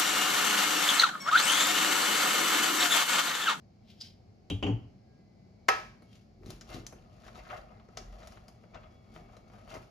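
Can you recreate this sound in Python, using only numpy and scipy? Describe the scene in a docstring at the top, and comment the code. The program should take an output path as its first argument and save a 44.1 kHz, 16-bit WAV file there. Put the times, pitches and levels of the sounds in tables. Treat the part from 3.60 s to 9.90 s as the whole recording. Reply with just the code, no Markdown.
"""Rice pot and glass lid in a small kitchen

A glass pot lid slides through the fingers and is set down on its knob: filtered friction, clicks and ringing modes.
A plastic paddle knocks once, hard, on the metal rice pot: a chatter of noise bursts and the pot's modes.
It then digs and scrapes through stiff cooked rice: random slips, popping grains, snaps, thuds and a short groan.
Close walls answer nearly every sound, over a low steady background with faint thin tones."""
import sys
import numpy as np
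from scipy import signal
from scipy.fft import rfft, irfft, next_fast_len
from scipy.io import wavfile
from scipy.ndimage import map_coordinates

SR = 44100
rng = np.random.default_rng(int(sys.argv[2]) if len(sys.argv) > 2 else 0)


def transcribe(u):
    """Save the signal u as a 16-bit wav file named by the first command-line argument.

    u: samples, shape (n,) or (channels, n), limited to [-1, 1]; the rate is SR.
    q: integer samples, one column per channel.
    """
    v = np.clip(np.atleast_2d(u).T, -1, 1)
    q = np.round(v * 32767).astype(np.int16)
    wavfile.write(sys.argv[1], SR, q)


N = 277830
NOW = np.arange(N) / SR  # s
AGE = np.arange(SR) / SR  # s since a blow

# Modes of the metal pot. Each row: frequency in Hz, relative level in dB, t60 in seconds.
POT_MODES = [(431, -14, .24), (489, -13, .25), (545, -14, .22), (619, -17, .4), (700, -12, .25),
             (740, -12, .25), (773, -3, .29), (794, -8, .28), (933, -14, .3), (953, -14, .28),
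             (990, -12, .3), (1034, -21, .27), (1071, -20, .27), (1140, -16, .27), (1224, -14, .25),
             (1292, 1, .31), (1294, -39, 1.5), (1352, -9, .28), (1420, -15, .25), (1534, -18, .36),
             (1612, -19, .5), (1702, -5, .33), (1718, -14, .27), (1755, -13, .27), (1842, -13, .29),
             (1890, -10, .27), (2051, -17, .29), (2116, -18, .27), (2326, -14, .43), (2342, -20, .36),
             (2482, -19, .36), (2595, -11, .2), (2643, -19, .42), (2697, -15, .26), (2923, -22, .22),
             (3070, -22, .3), (3212, -19, .32), (3295, -24, .3), (4011, -26, .29), (4247, -26, .23),
             (4538, -29, .35), (4872, -24, .42), (4915, -26, .3), (5282, -20, .24), (5518, -29, .3),
             (6185, -30, .36), (6385, -28, .31), (7075, -27, .3)]
# Spectrum of a hard, sharp contact. Each row: frequency in Hz, relative level in dB.
EDGE_COLOUR = [(1200, -7.5), (2500, -4.5), (4300, -2), (6000, 2), (7400, -2.5), (10500, -6.5),
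               (12500, -15.5), (15000, -28)]
# Dull spectrum of the pot moving on the counter. Each row: frequency in Hz, relative level in dB.
POT_MOVE_COLOUR = [(50, -16), (80, 0.5), (115, 6.5), (170, 0), (270, -4.5), (370, 2.5), (470, -9),
                   (800, -46.5)]


def amp(db):
    """Decibels to gain."""
    return 10 ** (np.asarray(db) / 20)


def unit(x):
    """Scaled to rms 1."""
    return x / np.sqrt(np.mean(x ** 2) + 1e-20)


def along(points, hz):
    """(Hz, value) points read on a log frequency axis."""
    f, v = np.transpose(points)
    return np.interp(np.log(hz + 1), np.log(f + 1), v)


def wobble(rate):
    """A smooth random curve, rate knots a second."""
    coarse = NOW[::32]
    knots = rng.standard_normal(int(N * rate / SR) + 4)
    return np.interp(NOW, coarse, map_coordinates(knots, [coarse * rate]))


def add(track, s, x):
    """Mix x into the track from time s."""
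    part = track[..., round(s * SR):][..., :x.shape[-1]]
    part += x[..., :part.shape[-1]]


def filtered(x, response):
    """x times a response of frequency."""
    size = 2 * next_fast_len(x.shape[-1] // 2 + 4096)
    spectrum = rfft(x, size) * response(np.fft.rfftfreq(size, 1 / SR))
    return irfft(spectrum, size)[..., :x.shape[-1]]


def coloured(x, points):
    """Causal filter with the given spectrum; white noise keeps its power."""
    def response(hz):
        # folding the cepstrum forward gives minimum phase
        cepstrum = irfft(np.log(unit(amp(along(points, hz)))))
        cepstrum[1:len(hz) - 1] *= 2
        cepstrum[len(hz):] = 0
        return np.exp(rfft(cepstrum))
    return filtered(x, response)


def swells(rows):
    """Gain over time from (peak s, rise s, fall s, dB) rows: exponential rises and falls, whose powers add."""
    t = NOW[::16]
    power = 0
    for s, rise, fall, db in rows:
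        decay = np.maximum((s - t) / rise, (t - s) / fall).clip(0, 40)
        power = power + (amp(db) * np.exp(-decay)) ** 2
    return np.interp(NOW, t, np.sqrt(power))


def crack(colour, t60):
    """One contact: a dying burst, flat before colouring, with the energy of 4 ms at rms 1."""
    t = AGE[:SR // 5]
    phases = np.angle(rfft(rng.standard_normal(len(t)) * amp(-60 * t / t60)))
    burst = coloured(irfft(np.exp(1j * phases))[:len(t) // 2], colour)
    return burst / np.linalg.norm(burst) * np.sqrt(.004 * SR)


def ring(modes):
    """Modes struck at slightly random strengths, each beating as it dies and out of phase left to right."""
    beat_db = 2
    out = 0
    for hz, db, t60 in modes:
        phase = rng.uniform(0, 2 * np.pi) + np.array([[.4], [-.4]]) * rng.choice([-1, 1])
        beat_hz = rng.uniform(5, 14)
        beat = beat_db * np.sin(2 * np.pi * (beat_hz * AGE + rng.random()))
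        level = amp(db + .5 * rng.standard_normal() + beat - 60 * AGE / t60)
        out = out + level * np.sin(2 * np.pi * hz * AGE + phase)
    return out * (1 - np.exp(-AGE / 0.00043))  # soft onset


def grains(rate, spread_db, smooth):
    """Tiny slips at random moments and of uneven size, on a share of smooth friction noise."""
    sizes = amp(spread_db * np.clip(rng.standard_normal(N), -2, 2)) * rng.choice([-1, 1], N)
    slips = unit(sizes * (rng.random(N) < rate / SR))
    return unit(slips + smooth * rng.standard_normal(N))


def crumbs(rate, pitch_hz, scatter, cycles, spread_db):
    """Rice grains breaking at random moments, each a tiny pop with its own pitch and size."""
    count = int(rate * N / SR)
    draws = rng.standard_normal((count, 2))
    hz = np.clip(pitch_hz * np.exp(scatter * draws[:, :1]), 300, 14000)
    sizes = amp(spread_db * np.clip(draws[:, 1:], -2, 2)) * np.sqrt(hz)
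    t = AGE[:SR // 120]
    pops = sizes * np.exp(-t * hz / cycles) * np.sin(2 * np.pi * hz * t)
    places = rng.integers(N, size=(count, 1)) + np.arange(len(t))
    return unit(np.bincount(places.ravel(), pops.ravel(), N)[:N])


def diffuse(pair):
    """Two unrelated signals become a diffuse field: alike in the bass, nearly unrelated in the middle,
    partly alike again in the treble."""
    # Left-right likeness of diffuse sound. Each row: frequency in Hz, correlation.
    likeness = [(60, 0.9), (150, 0.92), (300, 0.84), (700, 0.052), (1500, 0.042), (10000, 0.35)]

    def mix(hz):
        turn = np.arccos(np.clip(along(likeness, hz), -1, 1)) / 2
        return np.array([np.cos(turn), np.sin(turn)])
    mid, side = filtered(pair, mix)
    return np.array([mid + side, mid - side])


def kitchen(x, pan_db, near_db, tail_db):
    """Direct sound, quick echoes off the counter and crockery, and the tail of the walls."""
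    # Decay of the walls. Each row: frequency in Hz, t60 in seconds.
    wall_decay = [(100, 0.87), (400, 0.5), (1500, 0.44), (5000, 0.31), (12000, 0.34)]
    noise = rng.standard_normal((2, SR // 2))
    t = AGE[:SR // 2]
    hz, frames, z = signal.stft(noise, SR, nperseg=256)
    dying = z * amp(-60 * frames / along(wall_decay, hz)[:, None])
    tail = signal.istft(dying, SR, nperseg=256)[1][:, :len(t)]
    tail = tail * np.clip(t / 0.0024 - .5, 0, 1)
    # sparse reflections
    near = rng.standard_normal(noise.shape) * (rng.random(noise.shape) < .03)
    near = near * (t > .001) * amp(-60 * t / 0.043)
    echoes = amp(near_db) * near / np.linalg.norm(near[0]) + amp(tail_db) * tail / np.linalg.norm(tail[0])
    wet = signal.fftconvolve(x[None], diffuse(echoes), axes=1)[:, :N]
    return x * amp([[pan_db / 2], [-pan_db / 2]]) + wet


def pot_wall(drive):
    """The pot's modes answering a drive of small blows or friction."""
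    return signal.fftconvolve(drive[None], ring(POT_MODES), axes=1)[:, :N]


def digging():
    """The paddle shoves the pot, rubs along its wall in uneven slips and tears sticky grains apart."""
    # Paddle strokes. Each row: peak in seconds, rise in seconds, fall in seconds,
    # scrape level in dB, crackle level in dB.
    strokes = [(2.557, 0.0545, 0.041, -89, -69), (2.905, 0.025, 0.04, -66, -56),
               (3.098, 0.0099, 0.051, -53.5, -56.5), (3.15, 0.037, 0.025, -55, -55),
               (3.383, 0.035, 0.12, -69, -82), (3.681, 0.074, 0.022, -60.5, -63),
               (3.778, 0.042, 0.035, -55.5, -61.5), (3.905, 0.046, 0.024, -60, -60),
               (3.935, 0.021, 0.037, -53, -68), (3.974, 0.014, 0.033, -57.5, -65.5),
               (4.13, 0.15, 0.068, -65, -88), (4.385, 0.035, 0.025, -59, -75),
               (4.635, 0.13, 0.12, -61, -67.5), (4.775, 0.0091, 0.012, -77, -70),
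               (5.154, 0.016, 0.015, -52, -81.5), (5.235, 0.014, 0.059, -64.5, -94.5),
               (5.57, 0.035, 0.037, -60.5, -65.5), (5.745, 0.094, 0.041, -64, -75),
               (5.96, 0.049, 0.085, -63.5, -71.5), (6.101, 0.017, 0.083, -61, -61.5),
               (6.158, 0.036, 0.012, -49.5, -60)]
    # The paddle shoves the whole pot. Each row: peak, rise and fall in seconds, level in dB.
    shoves = [(2.835, 0.014, 0.024, -52), (2.885, 0.041, 0.051, -45), (3.166, 0.04, 0.037, -43),
              (3.335, 0.0093, 0.05, -53), (4.415, 0.031, 0.018, -56.5), (5.58, 0.03, 0.071, -54),
              (6.17, 0.015, 0.043, -50)]
    # Jolts that shake the counter. Each row: peak, rise and fall in seconds, level in dB.
    jolts = [(.925, 0.0073, 0.052, -40), (1.17, 0.027, .06, -49.5), (2.11, 0.0069, 0.22, -59),
             (4.43, 0.028, 0.2, -48)]
    # Clumps of dry rice break apart. Each row: peak, rise and fall in seconds, level in dB.
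    crunches = [(3.115, 0.018, 0.089, -61.5), (3.785, 0.0036, 0.022, -56), (3.907, 0.03, 0.027, -50),
                (4.774, 0.0039, 0.0045, -61), (5.168, 0.0098, 0.0094, -57.5), (5.237, .004, 0.013, -64.5),
                (6.11, 0.016, 0.028, -58)]
    # Spectra of the four textures. Each row: frequency in Hz, relative level in dB.
    rumble_colour = [(20, -45), (28, -18.5), (40, 9.5), (58, 5.5), (80, -7.5), (130, -20.5), (300, -56.5)]
    scrape_colour = [(200, -56), (450, -4.5), (630, 4.5), (770, 1), (920, -8.5), (1270, -1), (1550, -18),
                     (1950, -11), (2700, -17), (3800, -31), (6000, -56)]
    crackle_colour = [(1500, 6), (3000, 10.5), (4500, 8.5), (6500, 6), (8000, -1), (10000, -0.5),
                      (12500, -4.5), (14000, -56), (16000, -35)]
    crunch_colour = [(400, -32), (800, -7), (1300, 4), (1900, -3), (2600, 0.5), (3600, -3), (6000, -7),
                     (9000, -59)]

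    rubbing = swells([(s, rise, fall, db) for s, rise, fall, db, _ in strokes])
    tearing = swells([(s, rise, fall, db) for s, rise, fall, _, db in strokes])
    # every stroke also pushes the pot a little
    shoving = np.hypot(swells(shoves), amp(-3.5) * rubbing)
    # between strokes the paddle stays in the rice and rubs lightly
    in_rice_s, resting_scrape_db, resting_crackle_db = 2.8, -73.5, -82.5
    in_rice = np.clip((NOW - in_rice_s) / .1, 0, 1)

    # the counter rumbles under the work, a little late and growing more slowly than the scrape
    rumble_db, growth_power, lag_s = -53.5, 0.5, 0.028
    keep = np.exp(-1 / (lag_s * SR))
    load = signal.lfilter([1 - keep], [1, -keep], np.hypot(rubbing, shoving))
    shaking = np.hypot(amp(rumble_db) * (load / load.max()) ** growth_power, swells(jolts))
    # fast and slow unevenness of the rubbing, in dB
    slips = amp(-0.5 * wobble(90) + 1.2 * wobble(35))

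    rumble = shaking * unit(coloured(rng.standard_normal(N), rumble_colour))
    push = shoving * unit(coloured(grains(rate=790, spread_db=5.0, smooth=0.17), POT_MOVE_COLOUR))
    rub_gain = slips * np.hypot(rubbing, amp(resting_scrape_db) * in_rice)
    friction = rub_gain * grains(rate=450, spread_db=3.5, smooth=0.67)
    scrape = coloured(friction, scrape_colour)
    # the pot's wall rings along, 21 dB under the scrape
    wall = amp(-21) * scrape.std() * unit(pot_wall(friction))
    tear_gain = slips * np.hypot(tearing, amp(resting_crackle_db) * in_rice)
    crackle = coloured(tear_gain * grains(rate=350, spread_db=4, smooth=.55), crackle_colour)
    clumps = crumbs(rate=450, pitch_hz=1650, scatter=.55, cycles=3, spread_db=3)
    crunch = swells(crunches) * unit(coloured(clumps, crunch_colour))
    # loose grains pop under every stroke
    loose = amp(-8) * rubbing * crumbs(rate=130, pitch_hz=1250, scatter=.5, cycles=3.5, spread_db=4)
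    low = kitchen(push, pan_db=1.0, near_db=-29.0, tail_db=-14.0)
    rice = kitchen(scrape + crackle + crunch + loose, pan_db=7.5, near_db=-1.5, tail_db=-3.5)
    return rumble + wall + low + rice


def ticks():
    """Hard grains snap or crumble: the stiff blade pings and taps the pot, which rings along faintly."""
    # The paddle's edge snapping through hard grains onto the pot. Each row: start in seconds,
    # ping level in dB, body level in dB, blade ping in Hz, top end lift in dB, burst t60 in seconds,
    # body pitch as a share of its usual pitch.
    snaps = [(2.421, -59, -58, 4410, 12.5, .06, 0.8), (2.824, -81, -59, 4250, 0, .04, 0.59),
             (2.8332, -65, -56, 4280, -2, 0.024, 0.8), (2.86, -47.5, -54.5, 4030, 2, 0.043, 0.88),
             (2.871, -60, -55, 5400, 4, 0.035, 0.74), (2.9038, -37.5, -48.5, 4160, 6.5, 0.029, 1),
             (2.916, -61, -60, 4500, -2, 0.044, 1.4), (3.0108, -38.5, -53.5, 5280, -8, 0.038, 2.2),
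             (3.1015, -51, -52, 4560, 17, .04, 1), (3.1427, -41, -50.5, 4000, 0, 0.047, 1.04),
             (3.2658, -33, -64, 6340, -2, 0.026, 1), (3.324, -53, -47, 6160, 13, 0.059, 0.76),
             (3.636, -70, -59.5, 3630, 0, .04, 1.8), (3.665, -60, -51.5, 3560, 3, .025, 0.94),
             (3.681, -56, -48, 3560, -3, .04, 1.64), (3.749, -57, -58, 4170, -14, .025, 1.5),
             (3.755, -54, -52.5, 3770, -14, 0.046, 1.2), (3.779, -58, -54.5, 4800, -10, .04, 0.89),
             (3.858, -60, -65, 3500, -5, 0.033, 1.1), (3.902, -64, -53, 3300, -3, 0.03, 1.8),
             (4.198, -74, -56, 4200, -2, .03, 1.16), (4.2869, -63.5, -53.5, 5540, -15.5, 0.039, 0.59),
             (4.372, -32.5, -41.5, 5440, -5.5, 0.024, 1), (4.3741, -36, -57, 4720, -13, 0.035, 1.16),
             (4.385, -44.5, -49, 5100, -15, 0.15, 0.78), (4.528, -65, -57.5, 4330, -1, 0.025, 1),
             (4.6296, -52, -50, 3870, -12, 0.064, 0.89), (4.6725, -41.5, -51, 5800, 2, 0.03, 0.86),
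             (4.722, -52.5, -55.5, 5030, 2, .03, 1.05), (4.772, -70, -51, 4000, 0, 0.034, 1.17),
             (4.8813, -47.5, -54, 4850, 5, 0.054, 0.98), (5.038, -70, -55.5, 4900, -16, .03, 0.82),
             (5.144, -51, -46, 3530, -27, 0.07, 1.4), (5.233, -76, -57, 3440, -10, .05, 1.4),
             (5.539, -56, -60, 4800, 3, 0.034, 0.86), (5.5621, -61, -46.5, 4000, 4, 0.026, 1.13),
             (5.767, -52.5, -52, 4100, 0, 0.043, 0.69), (5.9, -77, -58, 4160, -4, 0.035, 1.07),
             (5.935, -64, -54, 5130, 9, 0.037, 0.96), (5.983, -63, -58, 3900, 4, .04, 1.2),
             (6.076, -61, -51, 4260, 12, 0.022, 0.95), (6.1408, -44.5, -43, 4940, -2, 0.026, 0.91),
             (6.15, -56, -50, 4270, 9, 0.018, 0.57), (6.1671, -57, -43.5, 4560, 13, 0.021, 0.76)]
    # Body of the tap at its usual pitch. Each row: frequency in Hz, relative level in dB.
    body_colour = [(150, 18), (400, 10.5), (700, 21), (1300, 13), (2300, 6), (3500, 2.5), (6000, -64)]
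    snap_per_ping_db, ring_per_body_db = -9.5, -21  # broad snap around a ping; faint pot ring after a tap
    ping_per_burst, top_end_hz = .22, 8000  # share of the burst's t60; where the lift starts
    taps, blows = np.zeros(N), np.zeros(N)
    t = AGE[:SR // 20]
    for s, ping_db, body_db, ping_hz, top_db, burst, pitch in snaps:
        ping = amp(ping_db - 60 * t / (ping_per_burst * burst)) * np.sin(2 * np.pi * ping_hz * t)
        add(taps, s + .001, ping)
        snap = crack([(hz, db + top_db * (hz > top_end_hz)) for hz, db in EDGE_COLOUR], t60=burst)
        body = crack([(hz * pitch, db) for hz, db in body_colour], t60=burst)
        add(taps, s, amp(ping_db + snap_per_ping_db) * snap + amp(body_db) * body)
        add(blows, s, amp([body_db + ring_per_body_db]))
    return pot_wall(blows) + kitchen(taps, pan_db=4.5, near_db=-5.0, tail_db=-5.0)


def groan():
    """Pressed hard, the paddle sticks and slips along the pot's wall in a nearly regular train."""
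    # Short groans. Each row: peak in seconds, rise in seconds, fall in seconds, level in dB.
    presses = [(3.934, 0.03, 0.022, -43), (3.974, 0.014, 0.021, -47.5), (4.62, 0.13, 0.051, -63)]
    # Voice of the groan. Each row: frequency in Hz, relative level in dB.
    groan_colour = [(250, -39), (600, 1.5), (780, 1), (1280, -5.5), (1950, -8), (2800, -36), (5000, -42)]
    slip_hz, wander, jitter = 633, .06, .09  # slips a second; shares of that rate, slow and fast
    rate = slip_hz * np.exp(wander * wobble(60) + jitter * wobble(600))
    slips = np.diff(np.floor(np.cumsum(rate) / SR), prepend=0) * amp(1.6 * wobble(300))
    voice = unit(coloured(slips - slips.mean(), groan_colour))
    return kitchen(swells(presses) * voice, pan_db=1.5, near_db=-2.5, tail_db=-9.0)


def knock():
    """The paddle strikes the pot, chatters for a hundredth of a second and leaves the wall ringing."""
    # Contacts of the one knock. 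Each row: start in seconds, level in dB, sharp edge level in dB.
    contacts = [(2.0842, -27.5, -35), (2.0871, -16.5, -41), (2.0895, -21, -38.5), (2.094, -36, -48.5)]
    # Spectra of the blow and of the wash. Each row: frequency in Hz, relative level in dB.
    knock_colour = [(150, -21), (300, -22), (390, -5), (520, -1), (780, -10.5), (1000, 1), (1350, -7.5),
                    (1530, -6), (1850, -1.5), (2700, -12), (3600, -19.5), (5300, -17), (7000, -25),
                    (11000, -29), (16000, -42.5)]
    wash_colour = [(150, -20.5), (300, -14.5), (400, -3), (520, -6), (750, -3), (1000, -2), (1400, -6),
                   (1850, -2.5), (2600, -6.5), (3600, -13), (5300, -11.5), (6400, -17.5), (7200, -20),
                   (11000, -29), (16000, -46)]
    ring_db, wash_db, wash_t60_s = -23.5, -31.5, 0.45
    blows, wall = np.zeros(N), np.zeros((2, N))
    for s, db, edge_db in contacts:
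        add(blows, s, amp(db) * crack(knock_colour, t60=0.0085))
        add(blows, s, amp(edge_db) * crack(EDGE_COLOUR, t60=0.014))
    # under the clear modes, countless weak ones blend with the room into a dying wash
    wash = unit(coloured(diffuse(rng.standard_normal((2, SR))), wash_colour))
    wash = wash * amp(wash_db - 60 * AGE / wash_t60_s) * (1 - np.exp(-AGE / 0.0086))
    # the second contact, the loudest, sets the wall ringing
    add(wall, contacts[1][0], amp(ring_db) * ring(POT_MODES) + wash)
    return wall + kitchen(blows, pan_db=4.5, near_db=-2.0, tail_db=-13.5)


def bumps():
    """The pot tips a little as the paddle digs in and drops back on the counter with dull thuds."""
    # Drops of the pot. Each row: start in seconds, level in dB.
    drops = [(2.865, -42.5), (2.889, -50), (3.145, -38.5), (3.168, -40.5), (3.196, -44)]
    thuds = np.zeros(N)
    for s, db in drops:
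        add(thuds, s, amp(db) * crack(POT_MOVE_COLOUR, t60=0.031))
    return kitchen(thuds, pan_db=5.5, near_db=-12, tail_db=-14)


def lid():
    """Each touch clicks, rings the rim and thumps the knob, with its own lift or cut in the upper rim."""
    # The lid touching down and rattling to rest. Each row: touch in seconds, click level in dB,
    # sharp edge level in dB, rim ring level in dB, thump drive in dB, softness in seconds, upper rim lift in dB.
    touches = [(0.9005, -34.5, -45.5, -39, -20, 0.003, 18),
               (1.0266, -27, -60.5, -42.5, -25.5, 0.00063, 5.5),
               (1.0332, -38.5, -71, -53, -22, 0.0015, 7.5), (1.0413, -43, -69, -53.5, -23, 0.0021, -2),
               (1.0651, -32, -61.5, -51, -24.5, 0.00058, -4),
               (1.083, -39.5, -73.5, -53.5, -20, 0.00153, -3), (1.108, -47.5, -73, -63, -36, 0.002, -5),
               (1.231, -71, -84, -74, -46, 0.0022, 3.5)]
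    # Click of glass and rim. Each row: frequency in Hz, relative level in dB.
    click_colour = [(300, 15), (800, 6.5), (1700, -5), (2150, -1), (2550, 2.5), (2950, 12.5), (3230, 6.5),
                    (3420, -7.5), (3750, -18), (4150, -20), (4500, -8.5), (4800, -15.5), (5500, -21.5),
                    (5950, -13.5), (6300, -19.5), (6850, -12.5), (7300, -16), (9000, -45), (11000, -31),
                    (15000, -58)]
    # Modes of the free rim. Each row: frequency in Hz, relative level in dB, t60 in seconds.
    rim_modes = [(2170, -14, .2), (2390, -14, .36), (2610, -11, .25), (2720, -10, .25), (2810, -9, .22),
                 (2923, -3, .3), (3031, -5, .32), (3155, -5, .36), (3215, -1, .3), (3865, -22, .22),
                 (4480, -21, .3), (4872, -35, .9)]
    # Modes of the knob and glass on the counter. Each row: frequency in Hz, relative level in dB, t60 in seconds.
    knob_modes = [(181.3, -5, 0.15), (233, -11.5, 0.2), (284.8, 0.5, 0.14), (409, -8, 0.13),
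                  (441, -15.5, 0.17), (486, -7.5, 0.09), (774, -9.5, 0.088), (870, -22.5, 0.3),
                  (1030, -14, 0.077), (1184, -22.5, 0.35)]
    rim_held = 0.69  # share of the rim's ring time left while the hand is on it
    lag_per_softness = 2.875  # a softer landing takes longer to load the knob
    rest_s = 1.16  # the hand stops the rocking: low sounds drop by 4 dB
    clicks, thumps, rim = np.zeros(N), np.zeros(N), np.zeros((2, N))
    hz, db, t60 = np.transpose(knob_modes)[..., None]
    # each mode takes a cycle or two to build up
    modes = amp(db - 60 * AGE / t60) * (1 - np.exp(-AGE * hz / 2.0)) * np.sin(2 * np.pi * hz * AGE)
    for s, click_db, edge_db, ring_db, thump_db, softness, upper_db in touches:
        lift = lambda f: upper_db * (3350 < f < 4050)
        click = crack([(f, level + lift(f)) for f, level in click_colour], t60=0.072)
        add(clicks, s, amp(click_db) * click + amp(edge_db) * crack(EDGE_COLOUR, t60=0.0055))
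        held_modes = [(f, level + lift(f), life * rim_held) for f, level, life in rim_modes]
        add(rim, s, amp(ring_db) * ring(held_modes))
        # a soft touch favours the lowest modes
        thump = np.sum(modes / (1 + (hz * softness) ** 2), axis=0)
        add(thumps, s + lag_per_softness * softness, amp(thump_db) * thump)
    held = amp(np.interp(NOW, [rest_s, rest_s + .03], [0, -4]))
    low = kitchen((thumps + rocking()) * held, pan_db=2.5, near_db=-19.5, tail_db=-16.5)
    return rim + low + kitchen(clicks, pan_db=2.5, near_db=-4.0, tail_db=-2.5)


def rocking():
    """The lid rocks on its knob ever faster as the weight settles: a low boom that rises in pitch."""
    # Rocking after two landings. Each row: landing in seconds, peak in seconds, rise in seconds,
    # fall in seconds, level in dB before the hand stills it.
    rocks = [(0.904, 0.95, 0.032, 0.03, -28), (1.028, 1.145, 0.098, 0.024, -25)]
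    start_hz, end_hz, settle_s = 50.2, 113.8, 0.0316
    hz = end_hz + (start_hz - end_hz) * np.exp(-AGE / settle_s)
    boom = np.zeros(N)
    for landing, peak, rise, fall, db in rocks:
        past = landing + AGE - peak
        swell = np.exp(-np.maximum(-past / rise, past / fall)) * (1 - np.exp(-AGE / 0.0066))
        add(boom, landing, amp(db) * swell * np.sin(2 * np.pi * np.cumsum(hz) / SR))
    return boom


def fingers():
    """Skin drags over the steel rim and slips off with a short bright scuff that sets it ringing."""
    # Fingers sliding on the rim. Each row: peak in seconds, rise in seconds, fall in seconds,
    # bright scuff level in dB, dull drag level in dB.
    slides = [(.305, 0.028, 0.044, -76, -63.5), (0.413, 0.0043, 0.0055, -39, -60),
              (0.448, 0.029, 0.03, -56.5, -55)]
    # Spectra of scuff and drag. Each row: frequency in Hz, relative level in dB.
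    scuff_colour = [(1000, -22), (1700, -24), (3100, -13), (4300, -2), (5100, 5), (6000, -9.5),
                    (7300, -14.5), (11500, -21.5), (14000, -45)]
    drag_colour = [(1200, -20.5), (2200, -5), (3200, 1), (4200, -1), (5200, -6), (7000, -14),
                   (12000, -23.5)]
    # The rim's thin upper ring. Each row: frequency in Hz, relative level in dB, t60 in seconds.
    flick_modes = [(3036, -9, .27), (3235, -9, .3), (3849, -11, .33), (4370, -6, .25), (4877, -2, .26),
                   (5025, 0, .33), (5270, -9, .25), (5480, -7, .24), (5749, -9, .26)]
    flick_s, flick_db = .409, -50.5  # the finger slips off the rim
    scuff = unit(coloured(grains(rate=3100, spread_db=-0.5, smooth=0.39), scuff_colour))
    scuff = scuff * swells([(s, rise, fall, db) for s, rise, fall, db, _ in slides])
    drag = unit(coloured(grains(rate=2100, spread_db=5.0, smooth=0.64), drag_colour))
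    drag = drag * swells([(s, rise, fall, db) for s, rise, fall, _, db in slides])
    rim = np.zeros((2, N))
    add(rim, flick_s, amp(flick_db) * ring(flick_modes))
    return rim + kitchen(scuff + drag, pan_db=4.0, near_db=-2, tail_db=-6.5)


def singing():
    """Faint thin tones swell, waver in level and pitch, and fade in the background."""
    # Thin tones. Each row: peak in seconds, rise in seconds, fall in seconds, pitch in Hz, level in dB.
    tones = [(1.55, 0.093, 0.081, 1630, -76), (1.6, 0.2, 0.44, 2040, -81), (1.98, 0.17, 0.26, 2253, -80),
             (2.441, .07, 0.11, 2206, -73), (2.51, 0.0405, 0.046, 3220, -75.5), (5.55, .6, 1, 2230, -75.5),
             (5.4, 0.68, 0.45, 3370, -80.5)]
    out = 0
    for s, rise, fall, hz, db in tones:
        level = swells([(s, rise, fall, db)]) * amp(3 * wobble(20))
        out = out + level * np.sin(2 * np.pi * hz * NOW + 1.2 * wobble(30))
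    return out


def background():
    """A low, steady indoor rumble with a trace of hiss: diffuse noise."""
    # Spectrum of the room at rest. Each row: frequency in Hz, relative level in dB.
    air_colour = [(13, -54), (22, -26.5), (109, -2.5), (140, -11), (229, -6), (263, -18), (387, -17.5),
                  (482, -22.5), (750, -20), (910, -33), (1860, -40), (2260, -34.5), (2450, -40),
                  (3600, -45), (4400, -36.5), (5200, -38.5), (5600, -42.5), (6800, -47), (16000, -68.5)]
    level_db = -57.5
    air = unit(coloured(diffuse(rng.standard_normal((2, N))), air_colour))
    return amp(level_db + 0.4 * wobble(10.0)) * air * amp([[.5], [-.5]])


def scene():
    """All the kitchen's sounds together."""
    work = fingers() + lid() + knock() + digging() + bumps() + groan() + ticks()
    return work + singing() + background()


def record(dry):
    """Two microphone ports roll off the bass, notch and skew the treble; a steep band limit follows."""
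    # Response of the ports. Each row: frequency in Hz, gain in dB.
    port_gain = [(20, -23), (28, -9), (36, 0.5), (6800, -0.5), (7500, -2), (8200, -14.5), (9000, -1.5),
                 (10000, -4.5), (13000, 4), (14500, -6.5)]
    # Phase between the ports. Each row: frequency in Hz, lead of the left port in radians.
    port_lead = [(30, 0), (250, 0.34), (700, 1.04), (1030, 1.07), (1290, 0.92), (2450, 0.77), (3880, 0.65),
                 (5340, .5), (6890, -0.7), (7670, -7), (9200, -3), (10600, -6.5), (12900, -13),
                 (13800, -9.5)]
    top_hz = 16000
    halves = np.array([[.5], [-.5]])
    ports = filtered(dry, lambda hz: amp(along(port_gain, hz)) * np.exp(1j * along(port_lead, hz) * halves))
    return filtered(ports, lambda hz: 1 / np.sqrt(1 + (hz / top_hz) ** 80))


dry = scene()
out = record(dry)
transcribe(out)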